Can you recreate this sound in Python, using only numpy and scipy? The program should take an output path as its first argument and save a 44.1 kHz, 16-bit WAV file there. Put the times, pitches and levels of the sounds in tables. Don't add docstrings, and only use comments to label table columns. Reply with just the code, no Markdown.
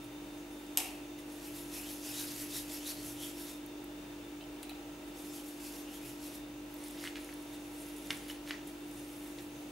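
import sys
import numpy as np
from scipy import signal
from scipy.fft import rfft, irfft
from scipy.io import wavfile
from scipy.ndimage import uniform_filter1d

SR = 44100
rng = np.random.default_rng(int(sys.argv[2]) if len(sys.argv) > 2 else 0)


def attenuation_scalar(level_db):
    decades = np.asarray(level_db, float) / 20
    return 10 ** decades


def transcribe(u):
    v = np.clip(np.atleast_2d(u).T, -1, 1)
    q = np.round(v * 32767).astype(np.int16)
    wavfile.write(sys.argv[1], SR, q)


N = 428211


def evened(x):
    return x / np.sqrt(np.mean(x ** 2) + 1e-20)


def read(points, hz):
    f, value = np.transpose(points)
    return np.interp(np.log(hz + 1), np.log(f + 1), value)


def add(mix, s, sound):
    part = mix[round(s * SR):][:len(sound)]
    part += sound[:len(part)]


def colour(x, points):
    hz = np.fft.rfftfreq(x.shape[-1], 1 / SR)
    return evened(irfft(rfft(x) * attenuation_scalar(read(points, hz)), x.shape[-1]))


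def resonate(x, hz, width):
    turn = np.exp(2j * np.pi * np.cumsum(hz * np.ones(len(x))) / SR)
    r = np.exp(-np.pi * abs(width) / SR)
    smooth = signal.lfilter([1 - r], [1, -r], x / turn)
    return 2 * (turn * smooth).real


def wander(seconds, n=N):
    size = max(int(seconds * SR), 1)
    once = uniform_filter1d(rng.standard_normal(n), size)
    return evened(uniform_filter1d(once, size))


def grains(n, per_s, spread_db):
    size = attenuation_scalar(spread_db * np.minimum(rng.exponential(1, n), 5)) * rng.standard_normal(n)
    return evened(size * (rng.random(n) < per_s / SR))


def ring(t, hz, width):
    return np.sin(2 * np.pi * hz * t) * np.exp(-np.pi * abs(width) * t)


def patchy(x, db):
    z = signal.stft(x, nperseg=256)[2]
    field = uniform_filter1d(rng.standard_normal(z.shape), size=4, axis=0)
    field = uniform_filter1d(field, size=8, axis=1)
    return evened(signal.istft(z * attenuation_scalar(db * evened(field)), nperseg=256)[1][:len(x)])


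def swell(t, middle, length, db, power=2):
    return attenuation_scalar(db - 6 * abs(2 * (t - middle) / length) ** power)


def lingering(t, middle, length, db):
    stroke = swell(t, middle, length, db + .8, 1.5)
    trail = swell(t, middle + .3 * length, 2.2 * length, db - 13)
    return np.hypot(stroke, trail)


def together(gains):
    return np.sqrt((gains ** 2).sum(0))


def diffuse(left, other):
    # f/Hz, left-right likeness [0 to 1]
    likeness = [(60, 0.95), (130, 0.86), (290, 0.94), (640, 0.58), (1410, 0.16), (3100, 0.29), (6820, 0.33),
                (15000, 0.9)]
    same = np.clip(read(likeness, np.fft.rfftfreq(N, 1 / SR)), 0, 1)
    right = irfft(same * rfft(left) + np.sqrt(1 - same ** 2) * rfft(other), N)
    return np.array([left, right])


def rub(rows):
    # f/Hz, level/dB
    ridge_colour = [(6000, -15.5), (8500, -11), (10000, -2), (11500, 0), (13000, -3.5), (14500, -7.5),
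                    (15700, -13.5)]
    # f/Hz, level/dB
    crease_colour = [(900, -19), (1800, -8), (2600, -4.5), (4000, -5), (5500, -2), (8000, -3), (11000, -8),
                     (15700, -23)]
    middle, length, pressure_db, crease_db = np.transpose(rows)[:, :, None]
    t = np.arange(round(middle.min()) - .2, round(middle.max()) + .7, 1 / SR)
    n = len(t)
    hiss = patchy(colour(grains(n, 18000., 1.15), ridge_colour), 1.5)
    scrape = patchy(colour(grains(n, 20000., 0.8), crease_colour), 1.9)
    creases = together(lingering(t, middle - .1 * length, 1.1 * length, pressure_db + crease_db))
    ridges = together(lingering(t, middle, .9 * length, pressure_db))
    tremble = attenuation_scalar(0.4 + 1.1 * wander(0.008, n))
    return t[0], tremble * (ridges * hiss + attenuation_scalar(0.3) * creases * scrape)


def palms():
    # middle t/s, length [s], pressure level/dB, creases level/dB
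    bouts = [
        [(1.465, .065, -55, -2), (1.59, .09, -52, -4), (1.775, .10, -48.5, -2), (1.915, .12, -50.5, -3),
         (2.085, .10, -48, -2), (2.205, .12, -45.5, -1), (2.31, .06, -54, 2), (2.41, .12, -49, -2),
         (2.565, .08, -44, -2), (2.74, .085, -47.5, -2), (2.895, .08, -46, -1), (3.07, .13, -50.5, -2),
         (3.247, .085, -49, -1), (3.42, .10, -52.5, -2), (3.505, .06, -54.5, 0)],
        [(5.195, .05, -56, -2), (5.27, .07, -58, -3), (5.365, .09, -55, -1), (5.49, .1, -57.5, -2),
         (5.665, .1, -53.5, -1), (5.77, .09, -54.5, -3), (5.95, .08, -56, -1), (6.08, .09, -54.5, -2),
         (6.26, .08, -54.5, -1), (6.35, .05, -54, -3)],
    ]
    out = np.zeros(N)
    for rows in bouts:
        add(out, *rub(rows))
    return out


def pockets():
    # middle t/s, length [s], level/dB, from f/Hz, to f/Hz
    trapped_air = [(1.48, .06, -61, 2700, 2700), (1.6, .05, -62, 3600, 3600), (1.76, .06, -55, 5800, 5300),
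                   (1.785, .05, -55, 2700, 2400), (1.86, .1, -58, 2800, 3100), (1.89, .06, -57, 3500, 3800),
                   (1.95, .04, -59, 6000, 6000), (2.04, .05, -58, 5800, 6200), (2.09, .08, -57, 2900, 2500),
                   (2.09, .06, -54, 5000, 5300), (2.15, .03, -53, 3100, 3300),
                   (2.185, .09, -50, 3800, 3800), (2.2, .06, -54, 6500, 6300), (2.3, .07, -55, 4900, 4700),
                   (2.42, .03, -57, 2000, 2000), (2.445, .05, -57, 2900, 2600),
                   (2.55, .05, -49, 3700, 3900), (2.555, .05, -53, 6000, 5800),
                   (2.57, .02, -55, 1900, 1900), (2.59, .025, -53, 4000, 3500),
                   (2.75, .05, -56, 5200, 5600), (2.82, .05, -59, 2900, 3200),
                   (2.885, .05, -48, 3700, 4500), (2.89, .04, -54, 6000, 6000),
                   (2.99, .06, -57, 4300, 4300), (3.08, .05, -58, 6500, 6300), (3.2, .04, -57, 3300, 3000),
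                   (3.24, .045, -50, 3300, 3100), (3.235, .03, -55, 5800, 5800),
                   (3.29, .03, -57, 3000, 3500), (3.49, .04, -57, 4000, 3500), (4.7, .2, -64, 720, 800),
                   (5.39, .04, -60, 3200, 3200), (5.665, .04, -58, 2800, 2300),
                   (5.67, .03, -58, 4300, 4600), (5.9, .06, -61, 2800, 3000), (5.95, .04, -59, 3300, 3200),
                   (6.06, .09, -61, 2300, 3000), (6.27, .04, -61, 4000, 4200)]
    out, t = np.zeros(N), np.arange(-.2, .2, 1 / SR)
    for middle, length, db, from_hz, to_hz in trapped_air:
        hz = from_hz + (to_hz - from_hz) * np.clip(.5 + t / length, -.5, 1.5)
        width = from_hz / 5.5
        slips = grains(len(t), 5000., 1.1)
        sound = evened(resonate(resonate(slips, hz, width), hz, width))
        add(out, middle + t[0], swell(t, 0, length, db) * sound)
    return out


def fingers():
    # peak t/s, 20 dB rise [s], 20 dB fall [s], crackle level/dB, drag level/dB
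    grips = [(.045, .05, .04, -60, -66), (.38, .6, .25, -69, -75), (.51, .012, .9, -65, -75),
             (1.19, .021, .045, -57, -57), (1.33, .12, .6, -59, -61), (5.085, .08, .08, -63, -75),
             (6.87, .25, .22, -55, -57), (7.054, .17, .11, -52.5, -48), (7.075, .1, .05, -57, -56),
             (7.165, .02, .05, -60, -52), (7.2, .05, .6, -59, -60), (7.546, .11, .065, -59, -57),
             (7.83, .4, .15, -56, -62), (7.88, .06, .2, -57, -62), (7.975, .06, .1, -57, -60),
             (8.06, .15, .2, -58, -60), (8.106, .006, .08, -51, -48), (8.15, .03, .25, -56, -56),
             (8.24, .1, .1, -59, -62), (8.3, .05, .09, -51, -50), (8.493, .06, .04, -54, -50.5),
             (8.525, .012, .15, -69, -54), (8.679, .04, .11, -58, -63), (8.95, .21, 1.1, -61, -67),
             (9.27, .8, .13, -59, -65), (9.387, .021, .05, -63, -55), (9.427, .06, .055, -58, -77),
             (9.6, .55, .55, -68, -71)]
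    # f/Hz, level/dB
    drag_colour = [(530, -45), (900, -11), (1430, -18), (1980, -0.5), (2460, -6), (3040, -4), (4200, -5.5),
                   (7000, -10.5), (9100, -34), (15400, -120)]
    crackle_colour = [(3000, -17), (6000, -6.5), (10500, 0.1), (13000, -4), (15700, -15)]  # f/Hz, level/dB
    peak, rise, fall, crackle_db, drag_db = np.transpose(grips)[:, :, None]
    t, coarse_t = np.arange(N) / SR, np.arange(0, N, 20) / SR
    shape_db = -20 * np.maximum((peak - coarse_t) / rise, (coarse_t - peak) / fall)
    bright = np.interp(t, coarse_t, together(attenuation_scalar(crackle_db + shape_db)))
    dull = np.interp(t, coarse_t, together(attenuation_scalar(drag_db + shape_db)))
    crackle = patchy(colour(grains(N, 12000., 1.7), crackle_colour), 3.0)
    drag = patchy(colour(grains(N, 6000., 1.7), drag_colour), 1.7)
    return attenuation_scalar(0.9) * bright * crackle + attenuation_scalar(-0.6) * dull * drag


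def snap(db, hz):
    t = np.arange(400) / SR
    burst = rng.standard_normal(len(t)) * np.exp(-t / 0.0017)
    sound = resonate(resonate(burst, hz, 3000), hz, 5000)
    return attenuation_scalar(db - 2.5) * sound / abs(sound).max()


def plate_shudder(n):
    # f/Hz, width [Hz], level/dB
    plate_modes = [(1717, 110, -3), (1922, 120, -2.1), (2277, 140, -3), (3500, 300, -8)]
    hz, width = 1950, 1800
    jolt = rng.standard_normal(n)
    shudder = evened(resonate(resonate(jolt, hz, width), hz, width))
    modes = sum(attenuation_scalar(db) * evened(resonate(jolt, f, w)) for f, w, db in plate_modes)
    return evened(shudder + attenuation_scalar(-3.) * modes)


def log_on_plate():
    # t/s, peak level/dB, f/Hz
    snaps = [(0.6659, -44, 7650), (0.7317, -47, 10100), (3.6624, -38.5, 12000), (3.8432, -40, 12100),
             (6.7411, -38, 14100), (6.7655, -43, 13600), (6.8387, -35, 8160), (6.8828, -35, 10800),
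             (6.9097, -39, 10900), (7.013, -37, 11900), (7.0396, -32, 9850), (7.2456, -37, 10400),
             (7.2462, -41, 6800), (7.3392, -39, 11200), (7.426, -40, 9600), (7.9643, -41, 8190),
             (8.0594, -40, 12600), (8.0714, -38, 6860), (8.0995, -42, 6500), (8.1056, -33, 9000),
             (8.174, -40, 7500), (8.1294, -38, 11700), (8.1694, -38, 9020), (8.2826, -38, 11000),
             (8.3, -36, 9590), (8.674, -36, 11200), (8.6776, -39, 10300), (8.9136, -41, 10000),
             (8.9965, -40, 9550), (9.192, -40, 10600), (9.274, -42, 10800), (9.4244, -44, 10700)]
    # t/s, peak level/dB, f/Hz, width [Hz], plate shudder level/dB
    knocks = [(7.0378, -35, 4500, 900, -30), (7.040, -33, 1850, 400, -22), (7.0518, -32.5, 2100, 500, -22),
              (7.057, -35, 1900, 400, -20), (7.0618, -37, 2000, 300, -20), (7.0742, -35, 3000, 300, -30),
              (7.067, -37, 1700, 400, -25), (7.028, -41, 3000, 900, -20), (7.081, -41, 3300, 600, -25),
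              (7.0755, -32, 2100, 400, -19), (7.1568, -26, 2600, 1100, -21), (7.1572, -30, 4300, 1400, -30),
              (7.158, -46, 6500, 500, -30), (7.168, -39, 2800, 800, -12), (7.2905, -37.5, 1900, 600, -17),
              (7.3265, -35, 2300, 1200, -24), (7.327, -37, 4000, 1200, -24), (8.1051, -16, 2000, 1500, -30),
              (8.1053, -12.5, 3900, 2400, -37), (8.1063, -19, 3280, 770, -25),
              (8.1066, -25, 5500, 900, -30), (8.1075, -21.5, 3900, 1100, -28),
              (8.1091, -21.5, 2750, 800, -31), (8.1135, -31, 2200, 400, -25), (8.117, -35, 1700, 400, -24),
              (8.1125, -37, 6000, 900, -30), (8.13, -36, 3200, 900, -24), (8.298, -43, 2980, 45, -12),
              (8.2985, -46, 1750, 150, -12), (8.309, -46, 5000, 300, -15), (8.4755, -31, 2400, 1500, -22),
              (8.476, -36, 4500, 1500, -25), (8.493, -45, 3900, 200, -6), (8.5078, -27, 1900, 320, -14),
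              (8.5092, -34, 4700, 600, -25), (8.5084, -27, 3200, 700, -25), (8.5125, -36, 3000, 250, -14),
              (8.54, -46, 1900, 100, -6), (8.5095, -38, 1400, 250, -16), (8.497, -39, 2000, 900, -15),
              (9.387, -36, 4100, 800, -22)]
    out, t = np.zeros(N), np.arange(5000) / SR
    for s, db, hz in snaps:
        add(out, s, snap(db, hz))
    add(out, 8.105, attenuation_scalar(-46) * ring(t, 150, 40))
    for s, db, hz, width, shudder_db in knocks:
        add(out, s, -attenuation_scalar(db + 6.2) * ring(t, hz, width) * np.minimum(t / 0.0004, 1))
        fading = attenuation_scalar(db + shudder_db - 60 * t / 0.11)
        add(out, s, fading * plate_shudder(len(t)) * np.minimum(t / 0.00097, 1))
    return out


def cup_shiver(t):
    # points of (f/Hz, level/dB), then level/dB, time to fall 60 dB [s]
    cup_body = [(290, -33), (500, -9), (630, -17), (749, 0.5), (943, -9), (999, -16), (1090, -12),
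                (1430, -20), (2700, -3.5), (3310, -15), (4480, -13), (11800, -11), (15700, -28)], -38.5, 0.5
    # f/Hz, width [Hz], level/dB, time to fall 60 dB [s]
    cup_wall = [(755, 40, -50, .5), (930, 40, -53, .45), (2250, 150, -52, .35), (2680, 260, -49, .75),
                (3806, 200, -46, .17), (5566, 150, -50, .3), (6440, 150, -51, .25), (7763, 120, -48, .25),
                (9130, 120, -45, .28), (10620, 150, -48, .35), (11840, 100, -45, .35),
                (12590, 150, -51, .3)]
    shiver_colour, shiver_db, t60 = cup_body
    fading = attenuation_scalar(shiver_db - 60 * t / t60) * np.minimum(t / .003, 1)
    flutter = attenuation_scalar(2.2 * wander(.004, len(t)))
    out = fading * flutter * colour(rng.standard_normal(len(t)), shiver_colour)
    for hz, width, db, t60 in cup_wall:
        wall = evened(resonate(rng.standard_normal(len(t)), hz, width))
        out += attenuation_scalar(db - 60 * t / t60) * np.minimum(t / .002, 1) * wall
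    return out


def spoon_drop():
    # f/Hz, width [Hz], level/dB
    cup_modes = [(900, 500, -24), (1800, 800, -21), (2450, 350, -19.5), (2930, 330, -17.5),
                 (3850, 300, -20), (5150, 220, -19.5), (6440, 350, -20), (7800, 450, -13.5),
                 (9240, 300, -18), (10700, 700, -15), (11800, 45, -35), (12200, 450, -11),
                 (12950, 500, -12), (15000, 1500, -21)]
    # t/s, level/dB, damping [factor], tilt [dB per octave]
    bounces = [
        (.7729, -2.5, 1.4, 1.2),
        (.77352, -5.5, 1.1, .8),
        (.7742, -7.5, 1.1, -3.5),
        (.7757, -19, 1.1, 1.5),
        (.7785, -12, 1.1, 2.2),
        (.7802, -19, 1.2, 2.2),
        (.7851, -9, 2.3, 2.2),
    ]
    out, t = np.zeros(N), np.arange(16000) / SR
    for s, bounce_db, damping, tilt_db in bounces:
        for k, (hz, width, db) in enumerate(cup_modes):
            level = (-1) ** k * attenuation_scalar(bounce_db + db + tilt_db * np.log2(hz / 6000))
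            add(out, s, level * ring(t, hz, width * damping) * np.minimum(t * hz / 2.6, 1))
    add(out, bounces[0][0], cup_shiver(t))
    return out


def rim(t, tilt_db):
    # f/Hz, width [Hz], level/dB
    rim_modes = [(2640, 240, 6.5), (3080, 90, 0), (3990, 170, 5.5), (4900, 300, -3), (7070, 390, -4),
                 (8100, 200, -3), (9630, 120, -3), (10200, 110, -7), (11000, 170, -4), (12300, 110, -2)]
    out = np.zeros(len(t))
    for hz, width, db in rim_modes:
        level = attenuation_scalar(db + tilt_db * np.log2(hz / 6000)) * rng.choice([-1, 1])
        out += level * ring(t, hz, width * 2.3)
    return out


def spoon_touches():
    # t/s, peak level/dB, f/Hz, width [Hz]
    taps = [(4.41, -49, 3000, 150), (4.428, -50, 3050, 90), (4.44, -50, 3000, 100), (4.44, -53, 5170, 100),
            (4.6298, -37, 3000, 250), (4.6294, -43, 4500, 500), (4.6945, -41, 4000, 70),
            (4.694, -44, 12450, 220), (4.7015, -47, 12450, 200), (4.6298, -39, 8300, 250),
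            (4.6298, -40, 11000, 300), (4.632, -56, 9593, 25), (4.708, -47, 7000, 400),
            (4.696, -44, 2550, 90), (4.634, -45, 2700, 200), (4.7025, -48, 3950, 90),
            (4.709, -48, 3000, 150), (4.7195, -45, 2300, 900)]
    # t/s, level/dB, tilt [dB per octave], scrape length [s]
    nudges = [
        (4.409, -45, -3, .02),
        (4.6298, -35, 2.5, 0.0035),
        (4.65, -50, -1, .005),
        (4.6938, -40, .8, 0.003),
        (4.701, -45, -.6, .005),
        (4.711, -50, -1.5, .005),
    ]
    out, t = np.zeros(N), np.arange(16000) / SR
    for s, db, hz, width in taps:
        add(out, s, attenuation_scalar(db) * ring(t, hz, width) * np.minimum(t / 0.000088, 1))
    for s, db, tilt_db, length in nudges:
        scrape = rng.standard_normal(2000) * np.exp(-t[:2000] / length)
        scrape[0] = 3.2
        scrape /= np.linalg.norm(scrape)
        add(out, s, attenuation_scalar(db - 5.5) * signal.fftconvolve(scrape, rim(t, tilt_db)))
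    return out


def placed(x, pan_db):
    taps = np.zeros((2, 200))
    at = (rng.uniform(.15, 1, (2, 5)) * .0025 * SR).astype(int).clip(1, 199)
    np.put_along_axis(taps, at, attenuation_scalar(-14.5 - 7) * rng.choice([-1., 1.], at.shape), 1)
    taps[:, 0] = attenuation_scalar([pan_db, -pan_db])
    return signal.oaconvolve(x[None], taps, axes=1)[:, :N]


def kitchen(x):
    # f/Hz, time to fall 60 dB [s]
    fade_times = [(300, .5), (1000, 0.57), (2500, 0.4), (6000, 0.24), (12000, 0.2), (16000, 0.09)]
    taps = np.zeros((2, SR // 2))
    at = np.arange(300, SR // 2 - 20, 20)
    at = at + rng.integers(0, 20, (2, len(at)))
    np.put_along_axis(taps, at, rng.choice([-1., 1.], at.shape), 1)
    hz, t, z = signal.stft(taps, SR, nperseg=128)
    fading = attenuation_scalar(-60 * t / read(fade_times, hz)[:, None])
    tail = signal.istft(z * fading, SR, nperseg=128)[1]
    tail /= np.linalg.norm(tail[0])
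    return diffuse(*signal.fftconvolve(x[None], tail, axes=1)[:, :N])


def fridge():
    # t/s, f/Hz, level/dB
    shaft = [(0.4, 295.5, -49), (2.93, 295.4, -47), (4.47, 295.4, -49), (6.8, 295.4, -47.5),
             (9.3, 295.4, -48)]
    # multiple, level/dB
    shaft_orders = [(1, -64), (5, -68), (7, -57), (8, -77), (13, -80), (14, -77), (17, -75), (19, -72),
                    (20, -80), (27, -73), (47, -78), (49, -80), (53, -79), (55, -75), (57, -78), (74, -77)]
    # f/Hz, level/dB
    steady_tones = [(200.4, -73), (300.7, -65), (401, -74), (651.5, -75), (15475, -92), (15525, -88),
                    (15575, -91), (15625, -74.5), (15675, -85), (15725, -87)]
    # f/Hz, width [Hz], level/dB, flicker [dB]
    whistles = [(372, 6, -70, 1.5), (628, 5, -69, 1.5), (3515, 25, -74, 2.5), (2710, 420, -65.5, 0),
                (6400, 500, -71, 3)]
    t = np.arange(N) / SR
    s, shaft_hz, level_db = np.transpose(shaft)
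    turns = np.cumsum(np.interp(t, s, shaft_hz)) / SR / 6
    hum = attenuation_scalar(np.interp(t, s, level_db)) * np.sin(2 * np.pi * 6 * turns)
    for k, db in shaft_orders:
        hum += attenuation_scalar(db + 1.5 * wander(0.12)) * np.sin(2 * np.pi * (k * turns + rng.random()))
    out = np.sqrt(2) * np.array([hum, np.roll(hum, 2)])
    for hz, db in steady_tones:
        out += np.sqrt(2) * attenuation_scalar(db) * np.sin(2 * np.pi * (hz * t + rng.random()))
    for hz, width, db, flicker_db in whistles:
        pair = [evened(resonate(rng.standard_normal(N), hz, width)) for side in range(2)]
        out += attenuation_scalar(db + flicker_db * wander(0.064)) * diffuse(*pair)
    return out


def steadied(hz, width):
    band = resonate(rng.standard_normal(N), hz, width)
    return evened(band / abs(signal.hilbert(band)) ** 0.45)


def traffic():
    # middle t/s, length [s], level/dB
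    swells = [(0.02, .2, -57), (1.6, .35, -59), (2.25, .4, -59), (2.56, .2, -55), (3.11, .25, -55),
              (4.19, .15, -62), (4.48, .09, -60), (6.08, .07, -57), (7.63, .15, -62), (8.17, .17, -55.5),
              (8.98, .2, -61), (9.49, .2, -59)]
    t = np.arange(N) / SR
    passing = together(swell(t, *np.transpose(swells)[:, :, None]))
    resting = attenuation_scalar(-66 + 2.5 * wander(0.11))
    return attenuation_scalar(-1.5) * np.hypot(resting, passing) * steadied(121.7, 14.4)


def valve():
    # t/s, whistle f/Hz, level/dB
    flow = [(0, 3642, -67.5), (1.1, 3643, -68), (1.6, 3642, -71), (3.2, 3642, -70), (3.6, 3642, -68),
            (4.2, 3643, -69), (4.6, 3643, -72), (5.15, 3643, -67), (5.6, 3642, -70), (6.35, 3642, -68),
            (6.7, 3642, -73), (7.6, 3642, -69.5), (8.6, 3643, -72), (9.2, 3643, -69.5), (9.7, 3642, -72)]
    t = np.arange(N) / SR
    s, hz, db = np.transpose(flow)
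    level = attenuation_scalar(np.interp(t, s, db) - 1.2 + 1.2 * wander(0.11))
    return level * steadied(np.interp(t, s, hz), 10.)


def air():
    # f/Hz, level/dB
    air_colour = [(15, -47), (25, -22), (62, -18), (95, -21), (199, -13.5), (241, -15.5), (291, -8),
                  (413, -11.5), (635, -15), (688, -18.5), (788, -15), (1060, -21), (2720, -24.5),
                  (5200, -30), (15700, -36)]
    return attenuation_scalar(-52 + 0.36 * wander(0.12)) * diffuse(*colour(rng.standard_normal((2, N)), air_colour))


def scene():
    cup = spoon_drop() + spoon_touches()
    hands = palms() + pockets()
    log = log_on_plate() + fingers()
    near = placed(cup, .6) + placed(hands, .2) + placed(log, -.4)
    echoes = kitchen(attenuation_scalar(-7.5) * (cup + hands) + attenuation_scalar(-12) * log)
    return near + echoes + fridge() + traffic() + valve() + air()


def band_limit(x):
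    return signal.sosfilt(signal.butter(12, 16490, fs=SR, output="sos"), x)


def record(dry):
    edge = signal.firwin(2047, 15745, window=("kaiser", 8), fs=SR)
    mix = signal.oaconvolve(dry, edge[None], "same")
    return band_limit(mix)


dry = scene()
out = record(dry)
transcribe(out)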